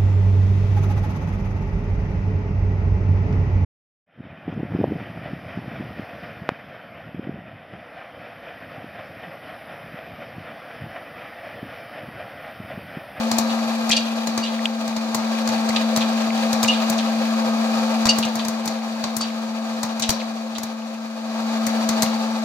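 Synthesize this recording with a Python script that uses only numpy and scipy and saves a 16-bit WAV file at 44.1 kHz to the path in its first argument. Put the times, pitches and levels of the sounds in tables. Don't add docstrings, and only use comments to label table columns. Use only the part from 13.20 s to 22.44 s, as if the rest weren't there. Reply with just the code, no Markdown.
import sys
import numpy as np
from scipy import signal
from scipy.fft import rfft, irfft
from scipy.io import wavfile
from scipy.ndimage import uniform_filter1d, minimum_filter1d

SR = 44100
rng = np.random.default_rng(int(sys.argv[2]) if len(sys.argv) > 2 else 0)


def to_wav(sig):
    pcm = np.clip(np.atleast_2d(sig), -1, 1) * 32767
    pcm = np.round(pcm).astype(np.int16)
    wavfile.write(sys.argv[1], SR, pcm.T)


N = 407484
HZ = np.fft.rfftfreq(N, 1 / SR)
FAN_DB = -21.5


def gain_of(db):
    return 10 ** (np.asarray(db) / 20)


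def unit_rms(x):
    return x / np.sqrt(np.mean(x ** 2) + 1e-20)


def at_hz(points, hz):
    freqs, values = np.transpose(points)
    return np.interp(np.log(hz + 1), np.log(freqs + 1), values)


def automation(points):
    times, values = np.transpose(points)
    return np.interp(np.arange(N) / SR, times, values)


def add(mix, s, sound):
    part = mix[..., round(s * SR):][..., :sound.shape[-1]]
    part += sound[..., :part.shape[-1]]


def wander(rate_hz):
    return unit_rms(irfft(rfft(rng.standard_normal(N)) / (1 + (HZ / rate_hz) ** 4), N))


def grit(depth_db, size, hold):
    jumps = unit_rms(uniform_filter1d(rng.standard_normal(size), hold))
    return gain_of(depth_db * np.tanh(jumps))


def stroke(t, length_s, rise_s, ring_s):
    return (1 - np.exp(-t / rise_s)) * np.exp(-np.maximum(t - length_s, 0) / ring_s)


def colour(x, gain):
    log_gain = np.log(np.maximum(np.r_[gain, gain[-2:0:-1]], 1e-5))
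    phase = -signal.hilbert(log_gain).imag[:len(gain)]
    return irfft(rfft(x) * gain * np.exp(1j * phase))


def resonance(hz, centre_hz, width_hz):
    return 1 / np.sqrt(1 + ((hz ** 2 - centre_hz ** 2) / (width_hz * (hz + 1))) ** 2)


def from_left(x, lag_s):
    return irfft(rfft(x) * np.exp(-2j * np.pi * HZ * lag_s * np.arange(2)[:, None]), N)


# (frequency [Hz], coherence [0-1])
COHERENCE = [(100, 0.99), (500, 0.9), (1000, 0.34), (2000, 0.59), (5000, 0.09), (15000, 0)]
def paired(x):
    left, other = rfft(x)
    same = np.clip(at_hz(COHERENCE, HZ), 0, 1)
    return irfft(np.array([left, same * left + np.sqrt(1 - same ** 2) * other]), N)


# (frequency [Hz], time to fall 60 dB [s])
ROOM_DECAY = [(150, 0.24), (1000, 0.91), (4000, 0.61), (8000, 0.028), (15000, 0.038)]
def room(x, gap_s=.005, size=22050):
    taps = rng.choice([-1., 1.], (2, size)) * (rng.random((2, size)) < .1)
    taps *= np.arange(size) > gap_s * SR
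    hz, t, bands = signal.stft(taps, SR, nperseg=256)
    decay = gain_of(-60 * t / at_hz(ROOM_DECAY, hz)[:, None])
    tail = signal.istft(bands * decay, SR, nperseg=256)[1]
    return signal.fftconvolve(x, tail / np.linalg.norm(tail[0]), axes=1)[:, :N]


# (centre [Hz], width [Hz], gain before depth scaling [dB])
HOOD_EQ = [(1527, 110, -9), (1596, 157, 6), (2200, 46, -16), (2445, 89, 6), (3100, 890, -2.5),
           (3890, 230, 1.5), (4540, 43, 6.5), (5430, 2300, -4), (5770, 67, 6.5), (7340, 83, 1),
           (7740, 1070, -7), (8040, 140, 8.5), (11300, 240, 1.5)]
def hooded(x, depth=1.177):
    eq_db = sum(db * resonance(HZ, centre, width) ** 2 for centre, width, db in HOOD_EQ)
    return irfft(rfft(x) * gain_of(depth * eq_db), N)


# (frequency [Hz], relative level [dB])
AIR_SPECTRUM = [(30, -42.5), (90, -23.5), (170, -14), (280, -7.5), (390, -12), (560, -4.5), (1200, -5.5),
                (1900, -11.5), (3300, -11), (4500, -7.5), (7000, -17.5), (9300, -31), (12000, -29),
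                (15700, -38.5), (17000, -68)]
# (centre [Hz], width [Hz], lift above the rush [dB])
DUCT_MODES = [(525.7, 41, 12.5), (649.4, 42, 11), (751, 38, 10.5), (795, 5.9, 16.5), (866.6, 14, 13),
              (925, 66, 4), (1071, 28, 4.5), (1145, 44, 4.5), (1239, 32, 8)]
def air(level_db=-5.0, flicker_db=1.23):
    peaks = sum((gain_of(db) * resonance(HZ, hz, width) ** 2) ** 2 for hz, width, db in DUCT_MODES)
    spectrum = gain_of(at_hz(AIR_SPECTRUM, HZ)) * np.sqrt(1 + peaks)
    rush = irfft(rfft(rng.standard_normal((2, N))) * spectrum, N)
    return gain_of(FAN_DB + level_db + flicker_db * wander(23.0)) * unit_rms(rush)


# (time [s], pitch [Hz])
FAN_PITCH = [(0, 226.7), (1.1, 226.3), (1.9, 224.2), (7.9, 224.0), (9.24, 223.3)]
# (harmonic [number], relative level [dB])
HUM_HARMONICS = [(1, 4.5), (2, -24), (3, -11), (5, -21.5), (6, -22), (7, -22), (10, -23)]
def hum(flutter=0.063, jitter_hz=0.548):
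    cycles = np.cumsum(automation(FAN_PITCH) + jitter_hz * wander(26.2)) / SR
    tone = sum(gain_of(db) * np.cos(2 * np.pi * (k * cycles + rng.random())) for k, db in HUM_HARMONICS)
    return gain_of(FAN_DB) * unit_rms(tone) * (1 + flutter * wander(21))


# (time [s], level [dB])
WHISTLE_FADE = [(0, -57), (1.05, -55), (1.2, -86)]
def whistle(harmonic=50, waver_hz=9):
    hz = harmonic * automation(FAN_PITCH) + waver_hz * wander(15)
    return gain_of(automation(WHISTLE_FADE)) * np.sqrt(2) * np.sin(2 * np.pi * np.cumsum(hz) / SR)


def swirl(per_s=70, level_db=-15, fade_db_per_s=1.1, spread_db=4, ring_s=0.009):
    hits = (rng.random(N) < per_s / SR) * gain_of(spread_db * np.minimum(rng.exponential(1, N), 3))
    ticks = signal.lfilter([1], [1, -np.exp(-1 / (ring_s * SR))], hits) * rng.standard_normal((2, N))
    band = resonance(HZ, centre_hz=2900, width_hz=2800) ** 2
    level = gain_of(FAN_DB + level_db - fade_db_per_s * np.arange(N) / SR)
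    return level * unit_rms(irfft(rfft(ticks) * band, N))


# (time [s], level [dB])
JOLTS = [(4.858, -18.5), (6.892, -8.5)]
def bumps(thud_hz=85, fall_s=0.0028, rebound_s=.01, rebound_db=-10, left_db=3, size=4096):
    out, t = np.zeros(N), np.arange(size) / SR
    for s, db in JOLTS:
        thud = gain_of(db) * np.sin(2 * np.pi * thud_hz * t) * np.exp(-t / fall_s)
        add(out, s, thud)
        add(out, s + rebound_s, gain_of(rebound_db) * thud)
    return out * gain_of([[left_db], [-left_db]])


def landings(flight_s=(0.023, .25), softer_db=-20, centre_hz=(1900, 2850)):
    return [(s + rng.uniform(*flight_s), db + softer_db, rng.uniform(*centre_hz))
            for s, db, _, _ in KERNEL_POPS]


# (time [s], relative level [dB], centre [Hz])
HARD_KNOCKS = [(.704, -25, 2280), (1.39, -30.5, 1990), (1.4551, -15.5, 3024), (2.505, -30, 2110),
               (2.5626, -28, 3650), (3.1034, -32.5, 2230), (3.1647, -37, 2900), (3.446, -23.5, 2420),
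               (4.864, -29, 1090), (6.0075, -26, 1100), (6.8925, -19, 2700)]
def knocks(level_db=-9, width=0.32, size=4096):
    out, t, hz = np.zeros((2, N)), np.arange(size) / SR, np.fft.rfftfreq(size, 1 / SR)
    contact = stroke(t, length_s=.002, rise_s=.0005, ring_s=.0016)
    for s, db, centre_hz in list(HARD_KNOCKS) + landings():
        blow = rng.standard_normal((2, size)) * contact
        band = resonance(hz, centre_hz, width * centre_hz) ** 2
        add(out, s, gain_of(db + level_db) * unit_rms(colour(blow, band)))
    return out


LOW, MIDDLE, HIGH, TOP = 2840, 3222, 4620, 5090
# (time [s], length [s], lower mode [Hz], its relative level [dB], upper modes' level [dB])
SQUEAK_CUES = [(.715, .009, MIDDLE, -19, -30), (0.762, .016, LOW, -24, -17.5),
               (1.228, 0.023, LOW, -29, -27.5), (3.482, 0.022, LOW, -17.5, -32),
               (4.888, 0.019, LOW, -19, -12.5), (5.027, 0.011, LOW, -28, -43),
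               (6.006, 0.085, LOW, -47.5, -24)]
def squeaks(level_db=1, upper_share=0.34, top_db=-14, waver_hz=35, rough=0.1, fuzz_db=-12, size=8192):
    out, t, bins = np.zeros((2, N)), np.arange(size) / SR, np.fft.rfftfreq(size, 1 / SR)
    for s, whole_s, lower_hz, lower_db, upper_db in SQUEAK_CUES:
        upper_s = upper_share * whole_s
        modes = (lower_hz, whole_s, lower_db), (HIGH, upper_s, upper_db), (TOP, upper_s, upper_db + top_db)
        for hz, length_s, db in modes:
            bend, grip = unit_rms(uniform_filter1d(rng.standard_normal((2, size)), size=90))
            tone = unit_rms(np.sin(2 * np.pi * np.cumsum(hz + waver_hz * bend) / SR)) * (1 + rough * grip)
            tone *= stroke(t, length_s, rise_s=0.0013, ring_s=0.013)
            band = resonance(bins, hz, width_hz=260) ** 2
            fuzz = unit_rms(colour(rng.standard_normal((2, size)), band))
            fuzz *= stroke(t, length_s, rise_s=0.0023, ring_s=0.04)
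            add(out, s, gain_of(db + level_db) * (tone + gain_of(fuzz_db) * fuzz))
    return out


# (time [s], length with echo [s], drag [dB], bite [dB])
SCRAPE_CUES = [(0.291, 0.019, -26, -42), (0.711, 0.039, -12.5, -11), (0.766, .02, -18.5, -13),
               (0.976, 0.012, -29, -33), (1.234, 0.089, -25, -28), (2.556, 0.0094, -15.5, -39),
               (2.804, 0.038, -23.5, -48), (3.477, 0.14, -26.5, -20), (3.78, 0.026, -24.5, -23),
               (4.891, 0.04, -24, -11.5), (5.023, 0.027, -20.5, -31), (5.189, 0.022, -21.5, -31.5),
               (6.009, 0.09, -26.5, -16), (6.688, .02, -30.5, -44), (6.822, 0.033, -15.5, -9.5),
               (6.995, 0.017, -24, -35.5), (7.348, 0.024, -20, -29)]
def scrapes(level_db=-1, bite_hz=5530, drag_hz=3450, bite_share=0.12, drag_wait_s=0.0038,
            width=0.63, echo_db=-14, top_hz=7300, size=8192):
    out, t, hz = np.zeros((2, N)), np.arange(size) / SR, np.fft.rfftfreq(size, 1 / SR)
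    for s, whole_s, drag_db, bite_db in SCRAPE_CUES:
        bite = (s, bite_share * whole_s, bite_hz, bite_db)
        drag = (s + drag_wait_s, whole_s, drag_hz, drag_db)
        for start, length_s, centre_hz, db in bite, drag:
            slips = grit(depth_db=3.5, size=size, hold=50)
            band = resonance(hz, centre_hz, width * centre_hz) ** 2 / np.sqrt(1 + (hz / top_hz) ** 6)
            rub = unit_rms(colour(slips * rng.standard_normal((2, size)), band))
            contact = stroke(t, length_s / 2, rise_s=.0006, ring_s=0.0082)
            echo = gain_of(echo_db) * stroke(t, length_s, rise_s=0.025, ring_s=.035)
            add(out, start, gain_of(db + level_db) * rub * (contact + echo))
    return out


# (frequency [Hz], relative level [dB])
STEAM_SPECTRUM = [(25, -47), (70, -30), (170, 20.5), (400, -8), (530, -20), (750, -3), (1250, -7),
                  (2200, 0.5), (6000, -64)]
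def puffs(steam_db=-17, thump_db=4, thump_hz=125, hollow_db=17, usual_db=-44, follows=0.4, size=4096):
    thumps, hollow, t = np.zeros(N), np.zeros((2, N)), np.arange(size) / SR
    spectrum = gain_of(at_hz(STEAM_SPECTRUM, np.fft.rfftfreq(size, 1 / SR)))
    thump = stroke(t, length_s=.003, rise_s=.001, ring_s=.005) * np.cos(2 * np.pi * thump_hz * t)
    release = stroke(t, length_s=0.001, rise_s=0.00027, ring_s=0.016)
    for crack_s, crack_db, _, wait_s in KERNEL_POPS:
        s, db = crack_s + wait_s, crack_db + steam_db
        add(thumps, s, gain_of(db + thump_db) * thump)
        steam = unit_rms(colour(rng.standard_normal((2, size)), spectrum)) * release
        evened_db = usual_db + follows * (db - usual_db)
        add(hollow, s, gain_of(evened_db + hollow_db) * steam)
    low_cut = signal.butter(2, 230, "highpass", fs=SR, output="sos")
    return paired(signal.sosfilt(low_cut, hollow)) + thumps * gain_of([[3.5], [-3.5]])


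# (frequency [Hz], relative level [dB])
CRACK_SPECTRUM = [(100, -9), (300, 2.5), (1000, 12), (2000, -3.5), (3000, -0.5), (4200, 11.5), (6800, 10),
                  (9300, -2.5), (12000, -1.5), (15500, -6), (17000, -51)]
# (time [s], relative level [dB], brightness before tilt [dB], wait for the tear [s])
KERNEL_POPS = [(0.1139, -19.5, -10, 0.0015), (0.184, -17.5, -6, .002), (0.6929, -19.5, -12, .004),
               (1.071, -22, -11, 0.0022), (1.176, -20.5, -15, 0.0021), (1.677, -26.5, -11, .002),
               (1.7638, -23.5, -19, 0.0024), (1.946, -18, -8, 0.0022), (2.275, -22.5, -16.5, 0.014),
               (2.4894, -24, -16.5, 0.0024), (2.7616, -19.5, -9, 0.011), (3.3286, -21.5, -10.5, 0.0031),
               (3.4295, -18, -7, 0.0077), (3.698, -24.5, 4, 0.0015), (4.855, -16.5, -16, 0.013),
               (4.9847, -21.5, 2, 0.0024), (5.05, -26, -15, 0.0017), (5.1544, -25, -4.5, 0.0014),
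               (5.2487, -25, -11, .002), (5.283, -22, -5, 0.0017), (5.456, -25, 0, .002),
               (5.476, -19, -11, 0.0023), (5.8391, -17, -26, .002), (5.9656, -17.5, 6, 0.0014),
               (6.631, -18, -7, 0.0022), (6.796, -21, -6.5, 0.0028), (6.8913, -10, -8.5, 0.012),
               (7.3822, -20, -12, 0.0019), (7.4324, -20.5, -3, 0.0018), (8.4659, -24, -1, 0.0022),
               (8.689, -19.5, -12, 0.0023), (8.8217, -15.5, -3.5, 0.0075)]
def cracks(level_db=-9, tear_db=-3, rise_s=0.00049, fall_s=0.0029, hood_db=-15, hood_s=0.024,
           tilt=0.84, plain_db=-7, size=4096):
    out, t, hz = np.zeros((2, N)), np.arange(size) / SR, np.fft.rfftfreq(size, 1 / SR)
    attack = 1 - np.exp(-(t / rise_s) ** 2)
    envelope = attack * (np.exp(-t / fall_s) + gain_of(hood_db) * np.exp(-t / hood_s))
    high_shelf = 1 / (1 + (7500 / (hz + 1)) ** 5)
    for s, db, bright_db, wait_s in KERNEL_POPS:
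        spectrum = gain_of(at_hz(CRACK_SPECTRUM, hz) + tilt * (bright_db - plain_db) * high_shelf)
        for start, stage_db in (s, db), (s + wait_s, db + tear_db):
            snaps = grit(depth_db=3, size=size, hold=12)
            burst = colour(envelope * snaps * rng.standard_normal((2, size)), spectrum)
            add(out, start, gain_of(stage_db + level_db) * unit_rms(burst))
    return out


def scene(pop_send_db=-9, scrape_send_db=-12, squeak_send_db=-20):
    pops = from_left(hooded(paired(cracks())) + puffs(), lag_s=.00005)
    rubs, squeals = hooded(paired(scrapes())), squeaks()
    machine = from_left(hum() + whistle() + hooded(paired(air() + swirl())), lag_s=.00012)
    send = gain_of(pop_send_db) * pops + gain_of(scrape_send_db) * rubs + gain_of(squeak_send_db) * squeals
    return machine + pops + rubs + squeals + room(send) + paired(knocks()) + bumps()


def gain_control(x, threshold_db=-15.0, slope=1.77, hold_s=1.1, glide_s=0.3, start_db=-2, treble_hz=4000):
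    treble = irfft(rfft(x) / np.sqrt(1 + (treble_hz / (HZ + 1)) ** 6), N)
    level_db = 10 * np.log10(abs(uniform_filter1d((treble ** 2).mean(0), size=66)) + 1e-12)
    wanted = gain_of(-slope * np.maximum(level_db - threshold_db, 0))
    hold, keep = round(hold_s * SR), np.exp(-1 / (glide_s * SR))
    held = minimum_filter1d(wanted, hold, origin=(hold - 1) // 2, mode="nearest")
    return x * signal.lfilter([1 - keep], [1, -keep], held, zi=[gain_of(start_db)])[0]


# (frequency [Hz], left minus right [dB])
MIC_BALANCE = [(224, 3), (600, 3), (1200, 3), (2500, 2), (4200, -2.5), (5500, 2.5), (7500, 17.5),
               (10000, 7), (15000, 6.5)]
def record(dry, ceiling=.88, top_hz=16500):
    lean = gain_of(at_hz(MIC_BALANCE, HZ) / 2)
    heard = gain_control(irfft(rfft(dry) * np.array([lean, 1 / lean]), N))
    rounded = heard / (1 + (heard / ceiling) ** 8) ** (1 / 8)
    low_pass = signal.firwin(511, top_hz, window=("kaiser", 9), fs=SR)
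    return signal.oaconvolve(rounded, low_pass[None], "same")


dry = scene()
out = record(dry)
to_wav(out)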